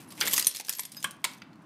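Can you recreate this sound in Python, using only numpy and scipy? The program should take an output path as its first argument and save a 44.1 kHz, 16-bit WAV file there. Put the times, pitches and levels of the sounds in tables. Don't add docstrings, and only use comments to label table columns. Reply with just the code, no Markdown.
import sys
import numpy as np
from scipy import signal
from scipy.fft import rfft, irfft
from scipy.io import wavfile
from scipy.ndimage import uniform_filter1d

SR = 44100
rng = np.random.default_rng(int(sys.argv[2]) if len(sys.argv) > 2 else 0)


def invert_db(x):
    u = np.asarray(x, float) / 20
    return 10 ** u


def dump_mix(stems):
    frames = np.atleast_2d(stems).T
    limited = np.clip(frames, -1, 1)
    pcm = np.round(limited * 32767).astype(np.int16)
    wavfile.write(sys.argv[1], SR, pcm)


N = 72765

# t/s, peak level/dB, loudest pitch f/Hz, chatter t60/s
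CLINKS = [(.105, -36.5, 4800, 0.11), (.122, -32.5, 8500, 0.018), (.2045, -20.5, 9200, 0.019),
          (.2117, -12.5, 5940, 0.0092), (.226, -25, 11480, 0.013), (.255, -21, 12000, 0.029),
          (.2664, -15.5, 3830, 0.018), (.2737, -14, 8060, 0.024), (.279, -14.5, 8050, 0.019),
          (.311, -21.5, 11500, 0.049), (.328, -15, 11600, 0.017), (.333, -13, 11900, 0.026),
          (.338, -10.5, 14040, 0.046), (.3635, -15, 6660, 0.069), (.372, -17.5, 11530, 0.0093),
          (.3792, -8, 10550, 0.0056), (.382, -13, 9500, 0.017), (.396, -8.5, 9240, 0.011),
          (.408, -19.5, 12540, 0.012), (.4255, -16, 8500, 0.011), (.446, -18, 6580, 0.0092),
          (.4605, -20, 10800, 0.0041), (.4688, -6, 9300, 0.017), (.479, -20, 9350, 0.028),
          (.511, -26.5, 5620, .03), (.540, -33, 5900, 0.014), (.548, -23, 4540, 0.037),
          (.5606, -21.5, 9400, 0.018), (.5683, -21.5, 5700, 0.011),
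          (0.598, -24, 6300, 0.029), (.6164, -42, 9060, 0.011), (.648, -31, 6740, 0.029),
               (.668, -32, 9500, 0.0094), (.684, -22.5, 5200, 0.012), (0.6937, -11.5, 9500, 0.012),
               (.7003, -23, 11800, 0.016), (0.7259, -22.5, 7200, 0.034), (0.7345, -23.5, 7700, 0.025),
               (0.75, -28, 13800, 0.037), (.785, -26, 8550, 0.027), (0.7936, -17.5, 8100, 0.008),
               (.796, -16.5, 9700, 0.019), (0.834, -29, 4500, 0.021), (.852, -24, 9250, 0.026),
               (0.9186, -30, 9300, 0.054), (.947, -32, 4040, 0.003), (1.004, -37, 8950, 0.016),
               (1.0272, -24, 6860, 0.018), (1.0348, -30, 4920, 0.0094), (1.042, -18, 9530, 0.03),
               (1.1094, -26.5, 9600, 0.0047), (1.1143, -35.5, 9620, 0.019), (1.2422, -14, 8960, 0.03),
               (1.249, -15.5, 7620, 0.016), (1.334, -37, 5840, 0.03), (1.3828, -46.5, 6500, .02)]
# t/s, peak level/dB, loudest pitch f/Hz, chatter t60/s
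FAINT_CLINKS = [
    (.967, -36.5, 2800, 0.072),
    (1.166, -51, 9000, .015),
    (1.419, -49, 4500, .02),
    (1.531, -55.5, 6030, 0.0097),
    (1.538, -60, 7950, 0.0097),
    (1.557, -54.5, 4470, .01),
    (1.62, -58, 9000, 0.077),
]
# t/s, peak level/dB, loudest pitch f/Hz, chatter t60/s
KNOCKS = [(0, -44.5, 2600, 0.29), (.120, -37.5, 1110, 0.058), (.178, -33.5, 2450, 0.41),
          (.2115, -18.5, 1730, 0.078), (.218, -18, 2190, 0.22), (.235, -26, 496, 0.28),
          (.278, -19.5, 2130, 0.11), (.333, -22.5, 1110, 0.068), (.3792, -16, 2020, 0.037),
          (.468, -34.5, 990, 0.023), (.599, -28.5, 880, 0.045), (.684, -30, 1690, 0.014),
          (.694, -26.5, 1840, 0.064), (.726, -51, 2920, 0.013), (.792, -38, 1070, 0.01),
          (.794, -26.5, 2260, 0.018), (1.0435, -26, 1700, 0.044), (1.0445, -25.5, 1144, 0.014),
          (1.046, -28, 2550, 0.082), (1.2425, -16.5, 2250, 0.0093), (1.2435, -23.5, 1025, 0.08),
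          (1.248, -16.5, 3840, 0.027), (1.419, -31, 2400, 0.027), (1.531, -48, 4230, 0.028)]
# t/s, f/Hz, peak level/dB, t60/s
PINGS = [(0.206, 8750, -38, 0.035), (.2118, 4510, 0, 0.0022), (0.2116, 1540, -28.5, 0.07),
         (0.2112, 3180, -15, 0.009), (.2117, 4770, -21.5, 0.038), (0.2098, 6110, -21, 0.024),
         (0.2177, 3300, -14, 0.0098), (0.2737, 1790, -20, 0.013), (0.274, 4430, -24, .015),
         (0.278, 8150, -27, 0.01), (.279, 3590, -22, 0.022), (.280, 2240, -27.5, 0.034),
         (.3342, 6990, -8, 0.0015), (0.3332, 3050, -20, 0.015), (.334, 8000, -26, 0.076),
         (0.379, 4960, -7, 0.0011), (.3792, 6440, -16, 0.009), (0.379, 2600, -12, 0.0064),
         (0.3786, 8500, -16, .01), (0.425, 4780, -24, 0.02), (.446, 6370, -22.5, 0.029),
         (.466, 60, -32.5, 0.048), (.4688, 9560, -4, .016), (.470, 6040, -18.5, 0.036),
         (.470, 4270, -20.5, 0.014), (.472, 13850, -27.5, 0.058), (.478, 14980, -34.5, 0.043),
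         (.7925, 1000, -31, 0.025), (.968, 4996, -36, 0.13), (0.481, 11550, -25.5, 0.069),
         (1.043, 8640, -19, 0.0073), (1.044, 1089, -21, 0.024), (1.045, 1649, -18.5, 0.029),
         (1.0452, 3284, -24.5, 0.038), (1.0444, 3052, -24.5, 0.032), (1.046, 2190, -24, 0.019),
         (1.048, 1597, -37.5, 0.17), (1.045, 7960, -36, .04), (1.047, 171.6, -40, 0.079),
         (1.242, 1020, -28, 0.054), (1.2434, 2215, -16.5, 0.009), (1.2418, 3400, -17.5, 0.01),
         (1.2442, 8370, -22, 0.023), (1.247, 7050, -27, 0.023), (1.248, 1910, -26.5, 0.024),
         (1.2511, 3020, -21, 0.011), (1.419, 1510, -43.5, 0.029), (1.419, 4730, -40.5, 0.016),
         (1.419, 6200, -45, 0.014), (1.421, 90, -44, 0.044)]
# t/s, f/Hz,
# level/dB, free time/s
RINGS = [(0.085, 10640, -55, 0.11), (.113, 11600, -54, 0.032), (0.228, 13900, -34.5, 0.017),
         (0.28, 11480, -32, 0.1), (0.334, 11560, -18.5, 0.017), (.366, 11500, -26, 0.013),
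         (0.381, 11560, -20, 0.033), (.352, 13900, -34, .045), (0.469, 11550, -19, 0.025),
         (.470, 9087, -25, 0.044), (0.968, 3764, -53, .07), (.470, 9205, -32.5, 0.035),
         (.694, 11500, -23, 0.014), (.694, 13750, -25, 0.01), (.767, 11580, -35.5, 0.044),
         (.803, 11610, -27.5, 0.018), (0.855, 11560, -39.5, 0.024), (1.05, 1129, -38.5, 0.084),
         (.967, 6374, -46.5, 0.1), (0.968, 11570, -47, 0.029), (.967, 13860, -44.5, 0.039),
         (0.967, 1650, -48, 0.027), (1.052, 15000, -58, .008), (1.109, 6374, -50.5, 0.022)]
# f/Hz, level/dB
KEY_COLOUR = [(450, -45.5), (1560, -12.5), (4000, -5.5), (9400, -5.5), (15000, -10), (15900, -50.5)]
# f/Hz, level/dB
LOCK_COLOUR = [(100, -36.5), (480, -23), (800, 11.5), (1020, 9), (3200, 14), (9800, -24), (15000, -41.5),
               (16000, -66.5)]
# t/s, rattle level/dB
SHAKE = [(0, -49), (.06, -64), (.17, -53.5), (.21, -41), (.3, -37.5), (.4, -30), (.46, -45.5), (.53, -52),
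         (.61, -39.5), (.63, -65), (.68, -45), (.76, -49), (.82, -53), (.89, -62), (1.03, -53.5),
         (1.2, -77.5), (1.3, -51), (1.5, -89.5)]
# f/Hz, level per Hz/dB
HUM_COLOUR = [(30, -9), (100, -7.5), (170, 0), (320, -3.5), (420, -18.5), (1000, -14), (2500, -28.5),
              (16000, -54)]
# t/s, level/dB
HUM_LEVEL = [
    (0, -50),
    (.17, -50),
    (.25, -43.5),
    (.46, -55.5),
    (.5, -70),
    (.9, -57.5),
    (1.06, -54),
    (1.3, -54),
    (1.62, -52),
]
# f/Hz, t60/s
HALL_DECAY = [(500, 0.52), (3000, 0.37), (15000, 0.1)]


def strikes(rows, spectrum, pitch_db, modes_db, width_hz, low_hz, high_hz):
    out, t = np.zeros(N), np.arange(6000) / SR
    rise_s, tick_db = 0.00098, -11
    mode_t60 = 2.2 / width_hz
    chatters = rng.standard_normal((len(rows), len(t)))
    spots = rng.random((len(rows), 5))
    for (s, db, hz, t60), chatter, spot in zip(rows, chatters, spots):
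        drive = evened(chatter * invert_db(-60 * t / max(t60, 0.003)) * np.minimum(t / rise_s, 1))
        drive = drive + (t == 0) * invert_db(tick_db) * np.sqrt(len(t))
        modes = sum(evened(ring(drive, low_hz * (high_hz / low_hz) ** u, mode_t60)) for u in spot)
        sound = evened(colour(drive, spectrum))
        sound = sound + invert_db(pitch_db) * evened(ring(drive, hz, mode_t60))
        sound = sound + invert_db(modes_db) * evened(modes)
        peak = np.sqrt(uniform_filter1d(sound ** 2, 88).max())
        add(out, s, invert_db(db - 10.5) * sound / peak)
    return out


def key_clinks(rows):
    return strikes(rows, KEY_COLOUR, pitch_db=-1, modes_db=-15, width_hz=1200, low_hz=4502.5, high_hz=13999)


def lock_knocks():
    return strikes(KNOCKS, LOCK_COLOUR, pitch_db=0.5, modes_db=-18, width_hz=210.5, low_hz=901, high_hz=3501.5)


def pings():
    out, t = np.zeros(N), np.arange(6000) / SR
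    rise_s = 0.00037
    for s, hz, db, t60 in PINGS:
        swell = 1 - np.exp(-t / rise_s)
        level = db - 60 * t / max(t60, 0.002)
        add(out, s, invert_db(level) * np.sin(2 * np.pi * hz * t) * swell)
    return out


def free_rings():
    out, t = np.zeros(N), np.arange(6000) / SR
    fall_db, damp_t60_s, wobble_db, rise_s = -28, 0.02, 4, 0.00077
    wobbles = uniform_filter1d(rng.standard_normal((len(RINGS), len(t))), 130, 1)
    for (s, hz, db, free), wobble in zip(RINGS, wobbles):
        level = db + fall_db * t / free + wobble_db * evened(wobble)
        level = level - 60 * np.maximum(t - free, 0) / damp_t60_s
        add(out, s, invert_db(level) * np.sin(2 * np.pi * hz * t) * np.minimum(t / rise_s, 1))
    return out


def rattle():
    touches_per_s, spread_db, t60_s, rattle_db = 900, 4.5, 0.02, -1
    strength = invert_db(spread_db * np.minimum(rng.exponential(1, N), 4))
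    touches = strength * (rng.random(N) < touches_per_s / SR)
    which, t = rng.integers(0, 12, N), np.arange(1500) / SR
    grains = rng.standard_normal((12, len(t))) * invert_db(-60 * t / t60_s)
    dense = sum(signal.oaconvolve(touches * (which == k), grain)[:N] for k, grain in enumerate(grains))
    return invert_db(rattle_db + curve(SHAKE)) * evened(colour(dense, KEY_COLOUR))


def hall(x):
    taps = np.zeros(SR // 2)
    at = np.arange(100, len(taps) - 20, 20)
    taps[at + rng.integers(0, 20, len(at))] = rng.choice([-1., 1.], len(at))
    hz, t, z = signal.stft(taps, SR, nperseg=256)
    fade = invert_db(-60 * t / read(HALL_DECAY, hz)[:, None])
    tail = signal.istft(z * fade, SR, nperseg=256)[1]
    return signal.fftconvolve(x, tail / np.linalg.norm(tail))[:N]


def hum():
    hz = np.fft.rfftfreq(N, 1 / SR)
    noise = rfft(rng.standard_normal(N))
    return invert_db(curve(HUM_LEVEL)) * evened(irfft(noise * invert_db(read(HUM_COLOUR, hz)), N))


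def evened(x):
    return x / np.sqrt(np.mean(x ** 2) + 1e-20)


def read(points, hz):
    f, value = np.transpose(points)
    return np.interp(np.log(hz + 1), np.log(f + 1), value)


def curve(points):
    s, value = np.transpose(points)
    return np.interp(np.arange(N) / SR, s, value)


def add(mix, s, sound):
    part = mix[round(s * SR):][:len(sound)]
    part += sound[:len(part)]


def colour(x, points):
    log_gain = np.log(invert_db(read(points, abs(np.fft.fftfreq(2048, 1 / SR)))))
    taps = np.fft.ifft(np.exp(np.conj(signal.hilbert(log_gain)))).real[:1024]
    return signal.oaconvolve(x, taps)[:len(x)]


def ring(x, hz, t60):
    pole = np.exp((2j * np.pi * hz - np.log(1000) / max(t60, 0.002)) / SR)
    return signal.lfilter([1], [1, -pole], x).imag


def scene():
    near = key_clinks(CLINKS) + lock_knocks() + free_rings()
    clean = pings()
    far = invert_db(-11) * hall(near + invert_db(-5) * clean)
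    mix = near + clean + far + rattle() + hum() + key_clinks(FAINT_CLINKS)
    return mix[None]


def band_limit(x):
    return signal.sosfilt(signal.butter(12, 16330, fs=SR, output="sos"), x)


def record(dry):
    low_cut = signal.butter(3, 119, "high", fs=SR, output="sos")
    edge = signal.firwin(101, 15900, fs=SR)
    mix = signal.oaconvolve(signal.sosfilt(low_cut, dry), edge[None], "same")
    return band_limit(mix)


dry = scene()
out = record(dry)
dump_mix(out)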